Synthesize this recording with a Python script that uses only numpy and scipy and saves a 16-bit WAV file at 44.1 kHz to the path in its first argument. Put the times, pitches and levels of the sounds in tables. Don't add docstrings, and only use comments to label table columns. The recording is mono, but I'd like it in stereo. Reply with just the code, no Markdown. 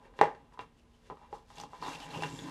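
import sys
import numpy as np
from scipy import signal
from scipy.fft import rfft, irfft
from scipy.io import wavfile

SR = 44100
rng = np.random.default_rng(int(sys.argv[2]) if len(sys.argv) > 2 else 0)


def int16_out(signal):
    q = np.round(np.clip(np.atleast_2d(signal).T, -1, 1) * 32767)
    wavfile.write(sys.argv[1], SR, q.astype(np.int16))


N = 110250
T = np.arange(N) / SR
F = np.maximum(np.arange(N // 2 + 1) * SR / N, 1)

RUB_TRIM = (-4.5, -2, -6, -6.5, -5.5, -6.5)


def tub(slips_per_s=1200, shakes_per_s=3000, blow_db=-0.5, low_cut_hz=115):
    impulse, out = 1. * (T == 0), 0
    for group, rub_column in enumerate((1, 2, 3, 3, 4, 4)):
        slips, shakes = grains(slips_per_s, spread_db=2.5), grains(shakes_per_s, spread_db=0.7)
        blow_peak = np.abs(ring(impulse, group)).max()
        slip_rms = np.sqrt(np.mean(ring(slips, group) ** 2))
        struck = blows(group + 1, shakes) * undb(blow_db) / blow_peak
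        rubbed = slips * rubbing(rub_column) * undb(RUB_TRIM[group]) / slip_rms
        out = out + ring(struck + rubbed, group)
    return signal.lfilter(*signal.butter(2, low_cut_hz, "high", fs=SR), out)


# pitch_hz, level_db, t60_s
TUB_MODES = [(160.8, 0.5, 0.11), (221, -5.5, 0.037), (277.4, -1.5, 0.088), (427, -4.5, 0.023),
             (451, 4.5, 0.079), (513.5, 2, .07), (677, -7, .07), (833.7, 4, 0.06), (912, -0.5, 0.037),
             (944, -8, 0.037), (1007, 2, 0.042), (1133, -11.5, .05), (1220, -16, .04), (1666, 0, 0.02),
             (1617, -1.5, 0.047), (1817, 6, 0.023), (1994, -3, 0.017), (2366, 1.5, 0.02), (2748, 3.5, .025),
             (3193, -4.5, .025), (3443, -8.5, 0.048), (3770, -7.5, .025)]
GROUP_EDGES = (110, 350, 600, 915, 1400, 2200, 4500)


def ring(force, group):
    low, high = GROUP_EDGES[group:group + 2]
    band = signal.butter(1, (low * 0.71, high * 1.59), "band", fs=SR, output="sos")
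    force, out = signal.sosfilt(band, force), 0
    for hz, db, t60 in TUB_MODES:
        if low <= hz < high:
            pole = np.exp((2j * np.pi * hz - np.log(1000) / t60) / SR)
            out = out + undb(db) * signal.lfilter([1], [1, -pole], force).imag
    return out


# start_s, bottom_db, walls_db, lid_low_db, lid_high_db, rim_low_db, rim_high_db, crack_db
BLOWS = [(0.139, -66, -58, -57, -51, -55, -59, -78), (0.19, -40, -31.5, -38, -28.5, -29.5, -32, -68),
         (0.213, -32.5, -15.5, -4, -12, -12, -24.5, -27),
         (0.227, -44.5, -26.5, -23.5, -37.5, -28, -38.5, -59.5),
         (0.239, -71.5, -44, -34.5, -52, -55, -44, -39.5), (0.255, -46, -40.5, -41.5, -56, -41.5, -55, -52),
         (0.272, -54, -30.5, -33.5, -51, -34.5, -55, -59), (0.349, -64, -46, -49.5, -52.5, -45.5, -51, -57),
         (0.524, -58.5, -62, -69, -50, -56.5, -65.5, -75), (0.575, -71, -61, -65, -40.5, -62, -72, -80),
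         (0.592, -57, -39, -35, -29.5, -35, -33.5, -75), (0.607, -54.5, -61, -52.5, -49.5, -52.5, -49, -68),
         (1.1, -58.5, -38.5, -35.5, -33, -52, -47.5, -64.5), (1.108, -45.5, -36, -42, -41, -47, -64, -75),
         (1.171, -68, -53, -67, -45.5, -70, -59, -71), (1.215, -60, -62, -48, -55, -73, -71, -75),
         (1.328, -46.5, -34, -30.5, -44, -45.5, -47.5, -62.5),
         (1.503, -62, -60.5, -49.5, -45, -52.5, -62.5, -51),
         (1.572, -49.5, -49, -63, -52, -60.5, -42, -54.5), (1.583, -74, -61, -39.5, -66, -53, -41, -41),
         (1.6, -76, -73, -38, -39, -67, -47, -36), (1.636, -46, -43, -37, -36, -70, -44, -42),
         (1.733, -58, -52.5, -40.5, -36.5, -53, -50, -68), (1.825, -71, -48.5, -50.5, -28, -45, -39, -63),
         (1.863, -56, -36.5, -100, -30.5, -38, -36, -45), (1.883, -39, -64, -76, -29, -62, -46, -53),
         (1.949, -43, -59, -38, -44, -55, -45, -37), (2.002, -46.5, -62, -55, -44, -61, -42, -38),
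         (2.223, -66, -52, -26, -31.5, -51, -31, -31.5), (2.235, -46, -63, -50.5, -31, -24.5, -26, -34.5),
         (2.39, -51, -56, -59, -53, -42.5, -54, -49)]


def blows(column, shakes=0, rattle_db=-33, rattle_delay_s=0.0053, rattle_decay_s=0.02):
    clicks = np.zeros(N)
    for row in BLOWS:
        clicks[int(row[0] * SR)] = undb(row[column])
    fade = decay(np.roll(clicks, int(rattle_delay_s * SR)), rattle_decay_s)
    return clicks + undb(rattle_db) * shakes * fade


# time_s, bottom_db, walls_db, lid_db, rim_db, paper_db
RUBBING = [(0, -62, -77, -57, -81.5, -87), (0.06, -94, -56, -59, -61.5, -75.5),
           (0.12, -53, -68.5, -67.5, -79, -101), (0.182, -77, -60, -61.5, -61, -69),
           (0.42, -57.5, -69, -66, -72.5, -91.5), (0.5, -74.5, -76, -69, -85, -111.5),
           (0.54, -75, -74.5, -55.5, -67, -69.5), (0.565, -81.5, -75, -74, -76, -92),
           (0.613, -52, -53, -67, -58.5, -66.5), (0.7, -71, -80, -82, -86, -102.5),
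           (0.79, -77.5, -84.5, -77.5, -80, -78.5), (0.85, -80.5, -71.5, -77, -89.5, -94.5),
           (0.94, -74.5, -81, -77, -79, -79), (1.0, -88.5, -81, -77.5, -80, -84),
           (1.07, -91.5, -67, -69, -65.5, -72.5), (1.15, -85, -68, -71, -80, -82),
           (1.24, -110.5, -77, -53, -66.5, -82), (1.3, -77.5, -66, -72, -74, -83),
           (1.348, -70, -56, -47, -66.5, -66), (1.45, -67.5, -74.5, -78, -83.5, -86),
           (1.5, -74, -67.5, -63, -68, -68.5), (1.55, -69, -62.5, -58.5, -62.5, -67.5),
           (1.61, -51, -62, -51, -57, -58), (1.681, -54.5, -71, -67, -73.5, -78),
           (1.75, -69, -62, -51.5, -61.5, -68), (1.8, -53, -62, -58, -60.5, -69),
           (1.839, -49, -48, -41.5, -50.5, -59), (1.9, -47.5, -54, -38, -48.5, -53.5),
           (1.95, -58, -52.5, -47.5, -53.5, -57.5), (1.98, -57, -61, -50, -54.5, -61.5),
           (2.04, -49, -59, -47, -55.5, -59.5), (2.08, -53.5, -58, -49.5, -53, -65.5),
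           (2.12, -48, -53.5, -46.5, -52.5, -59), (2.171, -33.5, -44, -40.5, -56, -57.5),
           (2.2, -40, -49, -48, -53.5, -59), (2.26, -36, -47, -45, -52, -55.5),
           (2.29, -46.5, -56, -53, -50.5, -57.5), (2.33, -35, -61, -48.5, -55.5, -61.5),
           (2.37, -45.5, -52.5, -55, -55, -58), (2.452, -36, -61, -51, -53, -60.5),
           (2.5, -43, -55, -43, -54, -59)]


def rubbing(column):
    rows = np.array(RUBBING)
    return undb(np.interp(T, rows[:, 0], rows[:, column]))


CRACKLE_PER_S, CRACKLE_SPREAD_DB = 1700, 2
# frequency_hz, density_db
PAPER_SPECTRUM = [(1760, -33), (3000, -5), (3490, -1.5), (4100, -5.5), (4770, -4.5), (7270, -8.5),
                  (12900, -22), (16800, -61), (22000, -120)]


def paper(hiss_share=0.7, crackle_db=1.5, crack_db=-9.5, crack_cutoff_hz=6145, tail_db=-16):
    def crackle():
        clicks = grains(CRACKLE_PER_S, CRACKLE_SPREAD_DB)
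        return unit(colour(clicks + hiss_share * rng.standard_normal(N), PAPER_SPECTRUM))

    mid, side = crackle(), crackle()
    peel = np.array([mid + side, mid - side]) * rubbing(-1) * undb(crackle_db)
    hiss = colour(rng.standard_normal(N), PAPER_SPECTRUM)
    hiss = unit(signal.lfilter(*signal.butter(1, crack_cutoff_hz, fs=SR), hiss))
    snaps = blows(-1)
    cracks = decay(snaps, decay_s=0.0022) + undb(tail_db) * decay(snaps, decay_s=0.025)
    return peel + hiss * cracks * undb(crack_db)


# start_s, length_s, pitch_hz, level_db
SQUEAKS = [(0.78, 0.03, 2770, -76), (0.93, 0.03, 2940.0, -76), (1.55, 0.02, 6400, -65),
           (1.552, 0.014, 3340, -60), (1.597, 0.0067, 5130, -48), (1.608, 0.0098, 6160, -49.5),
           (1.811, 0.033, 4320.0, -53.5), (1.842, 0.051, 3700, -52.5), (1.873, 0.023, 6410.0, -56),
           (1.93, 0.032, 2680, -48.5), (2.009, 0.044, 2910, -52.5), (2.041, 0.025, 7000, -63.5),
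           (2.102, 0.015, 3960.0, -52.5), (2.133, 0.054, 2770, -49), (2.202, 0.054, 2730.0, -51),
           (2.294, 0.1, 7340, -62), (2.388, 0.014, 3500, -48.5), (2.4, 0.04, 6800, -61)]


def squeaks(q=15.5, edge_s=0.0025):
    slips, out = grains(CRACKLE_PER_S, CRACKLE_SPREAD_DB), 0
    for start, length, hz, db in SQUEAKS:
        gate = np.clip(np.minimum(T - start, start + length - T) / edge_s, 0, 1)
        squeak = signal.lfilter(*signal.iirpeak(hz, q, fs=SR), gate * slips)
        out = out + undb(db) * squeak * np.sqrt(SR * q / (np.pi * hz))
    return out


def kitchen(sound, level_db=-12.5, t60_s=0.29, treble_db=-3, treble_t60_s=0.25):
    damping_hz, low_cut_hz, onset_s = 3000, 450, 0.0061
    t = T[:SR // 2]
    dull, bright = rng.standard_normal((2, 2, len(t)))
    dull = signal.lfilter(*signal.butter(1, damping_hz, fs=SR), dull) * undb(-60 * t / t60_s)
    bright = bright * undb(treble_db - 60 * t / treble_t60_s)
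    tail = (dull + bright) * np.clip(t / onset_s, 0, 1)
    tail = signal.lfilter(*signal.butter(1, low_cut_hz, "high", fs=SR), tail)
    tail = unit(tail) / np.sqrt(len(t))
    return signal.fftconvolve(sound[None], tail, axes=1)[:, :N] * undb(level_db)


# frequency_hz, density_db
AIR_SPECTRUM = [(18, -25), (30, 4.5), (134, -10), (182, -12), (253, -14), (753, -21.5), (946, -22),
                (2420, -28), (2610, -27), (5590, -35), (12000, -43), (12900, -49.5), (16800, -79),
                (22000, -120)]
# pitch_hz, level_db
HUM = [(236.9, -71.5), (441.4, -79.5)]


def room_tone(air_db=-62.5, alike_below_hz=486):
    mid, side = (rfft(rng.standard_normal(N)) * undb(along(AIR_SPECTRUM)) for _ in range(2))
    coherence = 1 / (1 + (F / alike_below_hz) ** 2)
    mid, side = irfft(mid * np.sqrt(1 + coherence), N), irfft(side * np.sqrt(1 - coherence), N)
    air = np.array([mid + side, mid - side]) / np.sqrt(np.mean(mid ** 2))
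    hum = sum(np.sqrt(2) * undb(db) * np.sin(2 * np.pi * (hz * T + rng.random())) for hz, db in HUM)
    return air * undb(air_db) + hum


# frequency_hz, left_minus_right_db
PORT_BALANCE = [(60, 1.5), (110, 0), (200, -0.5), (360, 2.5), (640, 7.5), (1160, 11), (2100, -1.5),
                (3810, -0.5), (6890, -0.5), (12500, -0.5)]
# frequency_hz, left_lead_rad
PORT_PHASE = [(100, 0), (860, .4), (1040, .9), (1160, 2.2), (1550, .2), (3200, -.7), (4000, .5), (13000, 0)]


def ports(sound):
    right = undb(-along(PORT_BALANCE)) * np.exp(-1j * along(PORT_PHASE))
    makeup = 2 / np.maximum(np.abs(1 + right), 1)
    return irfft(rfft(sound) * np.array([np.ones_like(right), right]) * makeup, N)


def grains(per_s, spread_db, loudest_one_in=60):
    chance, sign, rarity = rng.random(size=(3, N))
    size = undb(-spread_db * np.log(np.maximum(rarity, 1 / loudest_one_in)))
    return unit((chance < per_s / SR) * np.sign(sign - .5) * size)


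def decay(clicks, decay_s):
    return signal.lfilter([1], [1, -np.exp(-1 / (decay_s * SR))], clicks)


def along(table):
    hz, value = np.array(table, float).T
    return np.interp(np.log(F), np.log(hz), value)


def colour(x, spectrum):
    return irfft(rfft(x) * undb(along(spectrum)), N)


def undb(db):
    return 10 ** (np.asarray(db) / 20)


def unit(x):
    return x / np.sqrt(np.mean(x ** 2))


def scene():
    ringing, crackle = tub() + squeaks(), paper()
    reverb = kitchen(ringing + crackle.mean(0))
    return ports(ringing + crackle + reverb) + room_tone()


def record(dry, low_cut_hz=33.3, top_hz=13060):
    dry = signal.sosfilt(signal.butter(4, low_cut_hz, "high", fs=SR, output="sos"), dry)
    return signal.sosfilt(signal.ellip(8, .2, 70, top_hz, fs=SR, output="sos"), dry)


dry = scene()
out = record(dry)
int16_out(out)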